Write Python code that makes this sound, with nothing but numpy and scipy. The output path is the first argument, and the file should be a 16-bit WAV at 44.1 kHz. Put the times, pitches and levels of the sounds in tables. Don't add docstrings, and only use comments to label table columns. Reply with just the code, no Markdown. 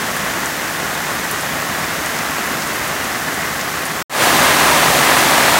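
import sys
import numpy as np
from scipy import signal
from scipy.fft import rfft, irfft
from scipy.io import wavfile
from scipy.ndimage import uniform_filter1d

SR = 44100
rng = np.random.default_rng(int(sys.argv[2]) if len(sys.argv) > 2 else 0)


def to_wav(s):
    ch = np.atleast_2d(s).T
    pcm = np.round(np.clip(ch, -1, 1) * 32767)
    wavfile.write(sys.argv[1], SR, pcm.astype(np.int16))


N = 246519
TIME = np.arange(N) / SR
FREQ = np.fft.rfftfreq(N, 1 / SR)
STEADY_END_S, DOWNPOUR_START_S = 4.026, 4.096


# frequency in Hz, relative level in dB.
STEADY_ROOF_TONE = [(25, -37), (45, -14), (70, -7), (110, -6.5), (155, -3), (240, -1), (460, -3.5),
                    (600, -1.8), (1200, -0.7), (1950, -1), (2400, -7.5), (3600, -14), (6000, -29),
                    (16000, -44)]
# pitch in Hz, width in Hz, boost in dB.
STEADY_ROOF_NOTES = [(155.5, 29, 4.5), (890, 55, 0.6), (1700, 120, 2)]
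# frequency in Hz, relative level in dB.
STEADY_SPRAY_TONE = [(500, -33), (2000, -4.5), (4200, -5), (6400, -3.5), (9200, -8), (12500, -8.5),
                     (16000, -10)]
# time in seconds, level change in dB.
STEADY_STRENGTH = [(0, 0.5), (.7, -.5), (2.4, 0.65), (4.0, -0.75)]

def steady_rain():
    hits = roof_sheets(per_s=4800, spread_db=4.5, ring_s=0.062, ring_db=2)
    drumming = colour(hits, STEADY_ROOF_TONE, STEADY_ROOF_NOTES)
    hiss = colour(spray(per_s=1500, spread_db=4.5, wash_db=7), STEADY_SPRAY_TONE)
    strength_db = np.interp(TIME, *np.transpose(STEADY_STRENGTH)) + gusts()
    rain = rainfall(undb(-21.5) * drumming, undb(-26.5) * hiss, strength_db)
    return rain * (TIME < STEADY_END_S)


# frequency in Hz, relative level in dB.
DOWNPOUR_ROOF_TONE = [(25, -33), (45, -22), (65, -8.5), (115, -13), (140, -3), (195, -8), (260, -1),
                      (450, -4), (600, -0.5), (1800, -1.5), (2300, -6.5), (4000, -12.5), (6000, -21.5),
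                      (16000, -37)]
# pitch in Hz, width in Hz, boost in dB.
DOWNPOUR_ROOF_NOTES = [(148, 31, 3), (360, 20, 0.62), (1030, 74, 3.4), (1780, 180, 1)]
# frequency in Hz, relative level in dB.
DOWNPOUR_SPRAY_TONE = [(500, -23), (2000, 1.5), (4000, 0), (5000, -1.5), (6500, -0.5), (10000, -3),
                       (16000, -7)]

def downpour(swell_s=0.14):
    hits = roof_sheets(per_s=11000, spread_db=6, ring_s=0.061, ring_db=5)
    drumming = colour(hits, DOWNPOUR_ROOF_TONE, DOWNPOUR_ROOF_NOTES)
    hiss = colour(spray(per_s=4500, spread_db=4.5, wash_db=5.5), DOWNPOUR_SPRAY_TONE)
    rain = rainfall(undb(-12.5) * drumming, undb(-17.5) * hiss, gusts())
    swell = np.interp(TIME, [DOWNPOUR_START_S, DOWNPOUR_START_S + swell_s], [undb(-24.5), 1], left=0)
    return rain * swell


def roof_sheets(per_s, spread_db, ring_s, ring_db, patches=28):
    return sum(ring(drops(per_s / patches, spread_db, largest=2.6), hit_with_tail(ring_s, ring_db))
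               for _ in range(patches))


def drops(per_s, spread_db, largest):
    lands = rng.random(N) < per_s / SR
    size = undb(spread_db * np.minimum(rng.standard_normal(N), largest))
    return lands * size * rng.choice([-1, 1], N)


def spray(per_s, spread_db, wash_db, spots=8):
    near = sum(ring(drops(per_s / spots, spread_db, largest=2.3), hit_with_tail(0.002, tail_db=-5.5))
               for _ in range(spots))
    far = undb(wash_db) * rng.standard_normal(N)
    return unit(near) + far


# start in seconds, level in dB, pitch in Hz.
LOUD_DRIPS = [(0.165, -9.5, 9850), (0.4588, -5.5, 7400), (1.313, -2.5, 11500), (2.0605, -6.5, 7900),
              (2.3089, -9.5, 11100), (3.3434, -8.5, 8600), (3.8544, -9.5, 9100)]

def drips():
    out = np.zeros(N)
    t = np.arange(256) / SR
    for start_s, level_db, pitch_hz in list(LOUD_DRIPS) + faint_drips():
        cycles = pitch_hz * t
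        smack = cycles * np.exp(-2 * cycles) * np.sin(2 * np.pi * cycles)
        splatter = hit_with_tail(fade_s=0.1, tail_db=-2)
        drip = signal.fftconvolve(smack / np.abs(smack).max(), splatter)
        start = int(start_s * SR)
        out[start:start + len(drip)] += undb(level_db) * drip
    return out * (TIME < STEADY_END_S)


def faint_drips(per_s=3, level_db=-11, pitch_hz=8200):
    return [(rng.uniform(0, STEADY_END_S), level_db, pitch_hz * 2 ** rng.uniform(-0.88, 0.8))
            for _ in range(int(per_s * STEADY_END_S))]


def gusts(per_s=6, depth_db=0.15):
    hold = int(SR / per_s)
    steps = rng.standard_normal(N)[np.arange(N) // hold]
    return depth_db * uniform_filter1d(steps, hold)


def rainfall(drumming, hiss, strength_db, hiss_share=0.66):
    return undb(strength_db) * drumming + undb(hiss_share * strength_db) * hiss


def hit_with_tail(fade_s, tail_db, samples=8192):
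    t = np.arange(samples) / SR
    tail = rng.standard_normal(samples) * np.exp(-np.log(1000) * t / fade_s)
    return (t == 0) + undb(tail_db) * tail / np.linalg.norm(tail)


def ring(patter, hit_sound):
    return irfft(rfft(patter) * rfft(hit_sound, N), N)


def colour(sound, tone, notes=()):
    hz, db = np.transpose(tone)
    shape_db = np.interp(np.log(FREQ + 1), np.log(hz), db)
    for pitch_hz, width_hz, boost_db in notes:
        shape_db += boost_db / (1 + (2 * (FREQ - pitch_hz) / width_hz) ** 2)
    cepstrum = irfft(np.log(undb(shape_db)), N)
    cepstrum[1:N // 2] *= 2
    cepstrum[N // 2:] = 0
    tone_filter = np.exp(rfft(cepstrum))
    return unit(irfft(rfft(sound) * tone_filter, N))


def undb(db):
    return 10 ** (np.asarray(db) / 20)


def unit(sound):
    return sound / np.sqrt(np.mean(sound ** 2))


def scene():
    return np.tile(steady_rain() + downpour() + drips(), (2, 1))


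def record(dry, ceiling=0.95, top_hz=15800):
    rounded = dry / (1 + (dry / ceiling) ** 8) ** (1 / 8)
    treble_cut = signal.ellip(12, 0.1, 80, top_hz, fs=SR, output="sos")
    return signal.sosfilt(treble_cut, rounded)


dry = scene()
out = record(dry)
to_wav(out)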